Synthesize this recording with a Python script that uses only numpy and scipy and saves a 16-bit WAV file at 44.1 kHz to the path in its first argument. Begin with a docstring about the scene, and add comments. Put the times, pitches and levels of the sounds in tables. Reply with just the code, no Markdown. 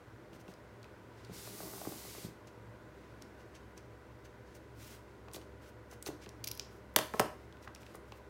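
"""A quiet room, with a cardboard box on a table close under a mono phone microphone. Ventilation drones
behind it all. A blade nicks and scrapes the packing tape: fibres snap and the box walls knock. The box is
dragged round with a hiss and a rumble. The cutter's slider ratchets back, ringing its plastic shell, and
the cutter is laid down, bouncing on the table top. Fingers then pick at the flaps."""
import sys
import numpy as np
from scipy import signal
from scipy.fft import rfft, irfft, next_fast_len
from scipy.io import wavfile
from scipy.ndimage import uniform_filter1d

SR = 44100
rng = np.random.default_rng(int(sys.argv[2]) if len(sys.argv) > 2 else 0)


def generate_wav(signal):
    """Clip the signal to [-1, 1] and save it as 16-bit WAV at the path in sys.argv[1]."""
    frames = np.transpose(np.atleast_2d(signal))
    scaled = np.clip(frames, -1, 1) * 32767
    pcm = np.round(scaled).astype(np.int16)
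    wavfile.write(sys.argv[1], SR, pcm)


N = 365588

# A fade time is how long a sound takes to drop by 60 dB. A mode is one tone that an object rings with.
# rush of the ventilation air: (frequency [Hz], level [dB per Hz])
AIR_SPECTRUM = [(20, -39), (40, -10), (60, -1), (85, -8.5), (140, -11), (200, -3.5), (400, -8), (700, -12),
                (1200, -14.5), (2000, -19), (3000, -27), (6000, -34), (10000, -39.5), (16000, -42)]
# droning bands of the ventilation: (pitch [Hz], filter width [Hz], level [dB])
AIR_DRONES = [(113.1, 22.7, -60.5), (325.3, 64, -66), (401.8, 36, -65), (491.4, 44, -67), (601.6, 34, -69),
              (986, 107, -70), (1477, 190, -71), (1984, 170, -78)]
# the box and what is in it knocking: (time [s], peak [dB], pitch of the struck wall [Hz])
BOX_KNOCKS = [(.324, -44, 194), (.482, -40, 253), (1.293, -38, 281), (1.309, -41, 116), (1.472, -40.5, 660),
              (1.499, -46, 120), (1.602, -38, 596), (1.63, -40, 325), (1.67, -41.5, 400),
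              (1.734, -41.5, 700), (1.778, -45, 800), (1.814, -35.5, 600), (1.85, -38.5, 900),
              (1.868, -30, 268), (1.92, -38, 563), (2.048, -43.5, 410), (2.147, -44, 358),
              (2.179, -41, 316), (2.242, -33.5, 179), (2.26, -40, 158), (5.281, -44.5, 676),
              (5.344, -41.5, 374), (5.363, -40, 375), (5.924, -46, 690), (6.065, -36.5, 439),
              (6.085, -33, 293), (6.099, -39, 307), (6.264, -40.5, 377), (7.674, -38.5, 1170),
              (7.946, -39.5, 536), (8.12, -41, 551)]
# modes of the cardboard walls: (pitch [Hz], level [dB], fade time [s])
BOX_MODES = [(111, -7, 0.074), (185, -8, 0.13), (267.6, -10.5, 0.1), (335.5, -2, 0.035), (411, -1.5, 0.026),
             (546, 0.5, 0.015), (675, 1.5, 0.018), (833, -1.5, 0.024), (1110, 2, 0.02), (1207, 3, 0.018),
             (1525, 2, 0.013), (1970, 0, 0.017)]
# tape fibres snapping under blade or finger: (time [s], peak [dB], centre frequency [Hz])
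TAPE_SNAPS = [(0.3307, -52, 2740), (0.48, -50, 2770), (0.5375, -49.5, 5000), (0.829, -48.5, 4347),
              (.842, -46.5, 2550), (1.2472, -45, 4560), (2.472, -52, 6000), (3.2212, -41.5, 5470),
              (3.5518, -51, 5590), (3.7766, -45.5, 5730), (4.251, -55, 6000), (4.55, -54, 5650),
              (5.2834, -49, 2530), (5.314, -52, 4600), (5.334, -39, 8850), (5.345, -39, 3520),
              (5.3606, -38.5, 4530), (5.4136, -50, 2910), (5.912, -46.5, 6000), (6.025, -34.5, 8350),
              (6.0617, -32, 4330), (6.2605, -44.5, 2690), (6.29, -42.5, 5686), (6.939, -56, 13000),
              (7.5245, -48.5, 3330), (7.5685, -52, 2610), (7.6264, -56, 5700), (7.677, -43, 2680),
              (7.7483, -41.5, 5500), (7.7594, -44.5, 2520), (7.8176, -53, 7190), (7.8306, -46, 2440),
              (7.864, -45.5, 2630), (7.9538, -44.5, 9700), (8.1204, -41.5, 2679)]
# blade and fingers rubbing tape, and the box scraping just before it is dragged (the dull row at 1.18 s): (time
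# [s], hold [s], level [dB], brightness [below 0 is duller])
TAPE_RUBS = [(.335, 0.027, -64, -2), (.402, 0.011, -63, -1), (.484, 0.037, -63.5, -2),
             (1.18, 0.15, -68, -9), (2.476, .008, -63, -6), (2.97, .15, -75, -6), (3.219, .004, -64, -8),
             (3.395, 0.024, -67, -4), (3.551, 0.014, -59, -6), (3.775, 0.0082, -59, -13),
             (4.248, .012, -62, -3), (4.471, 0.056, -71, -8), (4.55, 0.016, -62, 1),
             (4.812, 0.13, -55.5, 0), (5.08, 0.071, -77, -12), (5.342, 0.021, -49.5, 2),
             (5.415, 0.011, -68, -5), (5.625, 0.053, -64, -2), (5.685, 0.01, -68, 4), (5.88, 0.028, -80, 0),
             (5.914, 0.022, -57, 0), (6.067, 0.013, -43.5, 0.5), (6.219, 0.029, -60, -7),
             (6.53, 0.043, -71, 4.5), (6.71, .06, -73, 6), (7.145, 0.052, -52.5, 0), (7.4, .05, -72, -2),
             (7.628, 0.02, -59.5, -2), (7.81, 0.016, -62, -1), (7.86, 0.057, -66, -2),
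             (7.946, 0.013, -59, 0), (8.08, 0.053, -72, 1), (8.16, 0.022, -68, 1)]
# hiss of rubbed tape: (frequency [Hz], level [dB per Hz])
RUB_SPECTRUM = [(1200, -13), (2400, -4), (3200, -4), (5700, 0), (9000, -3), (15000, -6), (16500, -9)]
# hiss of sliding cardboard: (frequency [Hz], level [dB per Hz])
DRAG_SPECTRUM = [(710, -17), (1200, -17), (1830, -13), (2040, -7.5), (3050, -9), (4700, -4.5), (7330, -6.5),
                 (15000, -8.5), (16000, -15.5)]
# slider teeth slipping and catching: (time [s], peak [dB], boost of the modes above 9 kHz [dB])
SLIDER_CLICKS = [(6.441, -29, -9), (6.444, -29, 3), (6.458, -53, 10), (6.4725, -29, -12), (6.476, -28, 4),
                 (6.4855, -31.5, -4), (6.5138, -27.5, 0), (6.529, -56, 3), (6.551, -43.5, 6),
                 (6.575, -38, 0), (6.5962, -25, -13.5)]
# modes of the cutter's plastic shell: (pitch [Hz], level [dB], fade time [s])
SHELL_MODES = [(2340, -14.5, 0.022), (3470, 1, 0.0029), (3950, -0.5, 0.0047), (5160, 5.5, 0.0034),
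               (5790, -3, 0.014), (6260, 1, 0.0037), (8200, 0, 0.0015), (9840, -0.5, 0.0047),
               (11100, 0.5, 0.0031), (13120, 4.5, 0.0044), (14600, -3, .002), (15700, 4, 0.0022)]
# the cutter landing, bouncing and tipping flat:
# (time [s], crack peak [dB], shell peak [dB], table peak [dB], contact time [s])
CUTTER_LANDINGS = [(6.9615, -9, -11.5, -15, 0.000092), (6.9647, -30, -18, -28, 0.0003),
                   (6.987, -26, -26, -23.5, 0.00022), (7.1365, -44, -62, -26.5, 0.00047),
                   (7.141, -53, -60, -27, 0.0007), (7.1952, -18, -24, -13.5, 0.00038),
                   (7.2003, -23, -26.5, -24.5, 0.0007), (7.212, -36, -44, -27.5, 0.00046)]
# modes of the table top: (pitch [Hz], level [dB], fade time [s])
TABLE_MODES = [(114, -19.5, 0.15), (185, -8, 0.0087), (328, -6.5, 0.031), (395, -8.5, 0.017),
               (484, -3, 0.03424), (614.82, -3.5, 0.039), (648, -1.5, 0.027), (743, -4, 0.02),
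               (1014, -0.5, 0.021), (1190, -2, 0.008), (1325, -1.5, 0.021), (1656, 1, 0.0093),
               (2000, -15, 0.0081), (2540, 2, 0.0053), (3150, -10, 0.0041), (3770, -5, 0.01)]
# bands of the room's echo: (centre frequency [Hz], fade time [s], level [dB])
ECHO_BANDS = [(235, 0.25, -18), (920, 0.37, -18), (2590, 0.43, -20), (6030, 0.34, -14.5), (11800, .18, -17)]


def undb(db):
    """Turn decibels into a gain to multiply by."""
    return np.exp(np.asarray(db) * np.log(10) / 20)


def unit(x):
    """Scale a sound to an average (rms) level of 1."""
    return x / np.sqrt(np.mean(x ** 2))


def band(x, hz, width_hz):
    """Keep the part of a sound that lies near one frequency."""
    return signal.lfilter(*signal.iirpeak(min(hz, SR / 2.3), hz / width_hz, fs=SR), x)


def shaped_noise(spectrum, tilt_db=0.):
    """Noise of level 1 that follows a spectrum, tilted by tilt_db per octave."""
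    size = next_fast_len(N)
    octave = np.log2(np.arange(1, size // 2 + 2) * SR / size)
    hz, db = np.transpose(spectrum)
    gain = undb(np.interp(octave, np.log2(hz), db, left=-90) + tilt_db * octave)
    return unit(irfft(gain * rfft(rng.standard_normal(size)), size)[:N])


def wobble(rate_hz):
    """A smooth random curve that strays about 1 either side of zero."""
    hold = int(SR / rate_hz)
    steps = np.repeat(rng.standard_normal(N // hold + 1), hold)
    return unit(uniform_filter1d(uniform_filter1d(steps, hold), hold)[:N])


def ring(modes, scatter_db, lag=0., boost_db=np.zeros_like):
    """An object rings after a blow, never twice alike; with lag, bending waves bring the lows late."""
    hz, db, fade_s = np.transpose(modes)[:, :, None]
    level_luck, pitch_luck = rng.standard_normal((2,) + hz.shape)
    t = np.maximum(np.arange(int(SR * .06)) / SR - lag / np.sqrt(hz), 0)
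    db = db + scatter_db * level_luck + boost_db(hz)
    tones = np.sin(2 * np.pi * hz * (1 + .02 * pitch_luck) * t)
    sign = (-1.) ** np.arange(len(hz))[:, None]  # neighbouring modes swing against each other
    return np.sum(sign * undb(db - 60 * t / fade_s) * tones, axis=0)


def burst(fade_s, rise_s):
    """A tiny rattle without pitch that rises quickly and fades."""
    t = np.arange(1024) / SR
    shape = undb(-60 * t / fade_s) * (1 - np.exp(-t / rise_s))
    rattle = rng.standard_normal(len(t)) * shape
    for _ in range(2):  # give every frequency an even share
        phases = np.angle(rfft(rattle * np.sqrt(shape)))
        rattle = np.sqrt(shape) * irfft(np.exp(1j * phases))
    return rattle


def push(contact_s):
    """The force of a contact: softer means longer and duller."""
    return np.hanning(int(contact_s * SR) + 3)


def stroke(start_s, stop_s, rise_s, fall_s):
    """Gain of one stroke: 20 dB up per rise_s, full from start to stop, 20 dB down per fall_s."""
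    t = np.arange(N) / SR
    early, late = (start_s - t) / rise_s, (t - stop_s) / fall_s
    return undb(-20 * np.maximum(np.maximum(early, late), 0))


def add(track, at_s, sound, peak_db):
    """Lay a sound into the track with the given peak."""
    start = int(at_s * SR)
    sound = sound[:N - start]
    track[start:start + len(sound)] += undb(peak_db) * sound / np.max(np.abs(sound))


def ventilation(hum_hz=67, hum_grow_s=2.6):
    """Rushing air, drones that each waver on their own, and a low hum that drifts and slowly grows."""
    out = undb(-58 + .5 * wobble(1.92)) * shaped_noise(AIR_SPECTRUM)
    for hz, width_hz, db in AIR_DRONES:
        drone = band(band(rng.standard_normal(N), hz, width_hz), hz, width_hz)
        out += undb(db + wobble(4.7)) * unit(drone)
    hum = np.sqrt(2) * np.sin(2 * np.pi * np.cumsum(hum_hz + 1.606 * wobble(5.5)) / SR)
    hum_db = -60 - 11.5 * np.exp(-np.arange(N) / SR / hum_grow_s) + .73 * wobble(8.5)
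    return out + undb(hum_db) * hum


def box_knocks(contact_cycles=.29):
    """A knock rings the modes near the struck wall's pitch; deep thuds have a longer, softer contact."""
    out = np.zeros(N)
    for at_s, peak_db, wall_hz in BOX_KNOCKS:
        walls = ring(BOX_MODES, scatter_db=2.3, lag=.028,
                     boost_db=lambda hz: np.where(hz > wall_hz, -5.5, 9) * np.log2(hz / wall_hz))
        add(out, at_s, np.convolve(push(contact_cycles / wall_hz), walls), peak_db)
    return out


def tape_snaps():
    """Fibres snap in short bursts, and the tight tape rings briefly at each one's centre frequency."""
    out = np.zeros(N)
    for at_s, peak_db, hz in TAPE_SNAPS:
        width_hz = np.clip(1.6 * hz, 300, 14000)
        snap = burst(fade_s=.031, rise_s=.0005)
        body = band(band(snap, hz, width_hz), hz, width_hz)
        ringing = 2.5 * band(snap, hz, .09 * hz)
        fizz = .15 * band(snap, 12500, 8000)
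        add(out, at_s, body + ringing + fizz, peak_db)
    return out


def tape_rubs(blade_hz=6200, width_hz=590, nick_s=.028, blade_out_s=6.3):
    """Rubbing makes a gritty hiss; short nicks also make the blade sing until it is out of the tape."""
    dull, sharp = shaped_noise(RUB_SPECTRUM, -7.5), shaped_noise(RUB_SPECTRUM, 3.2)
    blade = undb(-8) * unit(band(band(rng.standard_normal(N), blade_hz, width_hz), blade_hz, width_hz))
    out = np.zeros(N)
    for at_s, hold_s, db, brightness in TAPE_RUBS:
        sharp_share = 1 / (1 + undb(-3 * brightness))
        hiss = (1 - sharp_share) * dull + sharp_share * sharp
        sing = np.exp(-hold_s / nick_s) * (at_s < blade_out_s)
        ease_s = .46 * hold_s  # longer rubs start and end more gently
        shape = stroke(at_s, at_s + hold_s, rise_s=.0078 + ease_s, fall_s=.016 + ease_s)
        out += undb(db) * shape * (hiss + sing * blade)
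    return undb(1.2 * wobble(150)) * out


def box_drag(start_s=1.339, fastest_s=1.72, stop_s=2.25):
    """Sliding cardboard hisses while uneven slips shake the box walls; speed makes both louder."""
    speed = np.sin(np.pi / 2 * np.interp(np.arange(N) / SR, [start_s, fastest_s, stop_s], [0, 1, 0]))
    by_speed = lambda slow, fast: slow + (fast - slow) * speed
    dull, sharp = shaped_noise(DRAG_SPECTRUM, -2), shaped_noise(DRAG_SPECTRUM, 3.9)
    sharp_share = by_speed(.12, .83)
    hiss = np.sqrt(1 - sharp_share) * dull + np.sqrt(sharp_share) * sharp
    slips = rng.standard_normal(N) * undb(1.9 * rng.exponential(size=N) + 2.3 * wobble(40.6))
    walls = ring(BOX_MODES, scatter_db=0, boost_db=lambda hz: -6 * np.abs(np.log2(hz / 330)))
    rumble = unit(signal.oaconvolve(slips, walls)[:N])
    sliding = undb(by_speed(-53, -51) + .55 * wobble(40)) * hiss + undb(by_speed(-71.5, -54)) * rumble
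    return stroke(start_s, stop_s, rise_s=.03, fall_s=.072) * sliding


def slider_ratchet():
    """The slider's teeth slip and catch, and each click rings the cutter's plastic shell."""
    out = np.zeros(N)
    for at_s, peak_db, treble_db in SLIDER_CLICKS:
        shell = ring(SHELL_MODES, scatter_db=1, boost_db=lambda hz: treble_db * (hz > 9000))
        click = signal.fftconvolve(burst(fade_s=.02, rise_s=.00061), shell)
        add(out, at_s - .0008, click, peak_db)
    return out


def cutter_landing():
    """Each time the cutter hits the table there is a crack, and both shell and table top ring."""
    out = np.zeros(N)
    for at_s, crack_db, shell_db, table_db, contact_s in CUTTER_LANDINGS:
        crack = band(burst(fade_s=.023, rise_s=.00022), 4450, 10300)
        add(out, at_s, crack, crack_db)
        shell = ring(SHELL_MODES, scatter_db=1, boost_db=lambda hz: 3.5 * (hz > 9000))
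        add(out, at_s, signal.fftconvolve(burst(fade_s=.015, rise_s=.00038), shell), shell_db)
        table = ring(TABLE_MODES, scatter_db=.75, lag=.0577)
        add(out, at_s, np.convolve(push(contact_s), table), table_db)
    return out


def room_echo(sound, build_s=.0046):
    """Reflections build into a soft echo that dies fastest in the high treble."""
    t = np.arange(int(SR * .45)) / SR
    build = 1 - np.exp(-(t / build_s) ** 2)
    echo = 0
    for hz, fade_s, db in ECHO_BANDS:
        tail = band(rng.standard_normal(len(t)), hz, 1.9 * hz) * undb(-60 * t / fade_s) * build
        echo = echo + undb(db) * tail / np.sqrt(np.sum(tail ** 2))
    return signal.oaconvolve(sound, echo)[:N]


def scene():
    """The close sounds, their echo and the ventilation, alike in both channels."""
    near = box_knocks() + tape_snaps() + tape_rubs() + box_drag() + slider_ratchet() + cutter_landing()
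    return np.tile(near + room_echo(near) + ventilation(), (2, 1))


def record(dry, low_hz=48, top_hz=15850):
    """The phone cuts the deepest bass and the highest treble."""
    dry = signal.sosfilt(signal.butter(3, low_hz, "high", fs=SR, output="sos"), dry)
    return signal.sosfilt(signal.ellip(10, .2, 70, top_hz, fs=SR, output="sos"), dry)


dry = scene()
out = record(dry)
generate_wav(out)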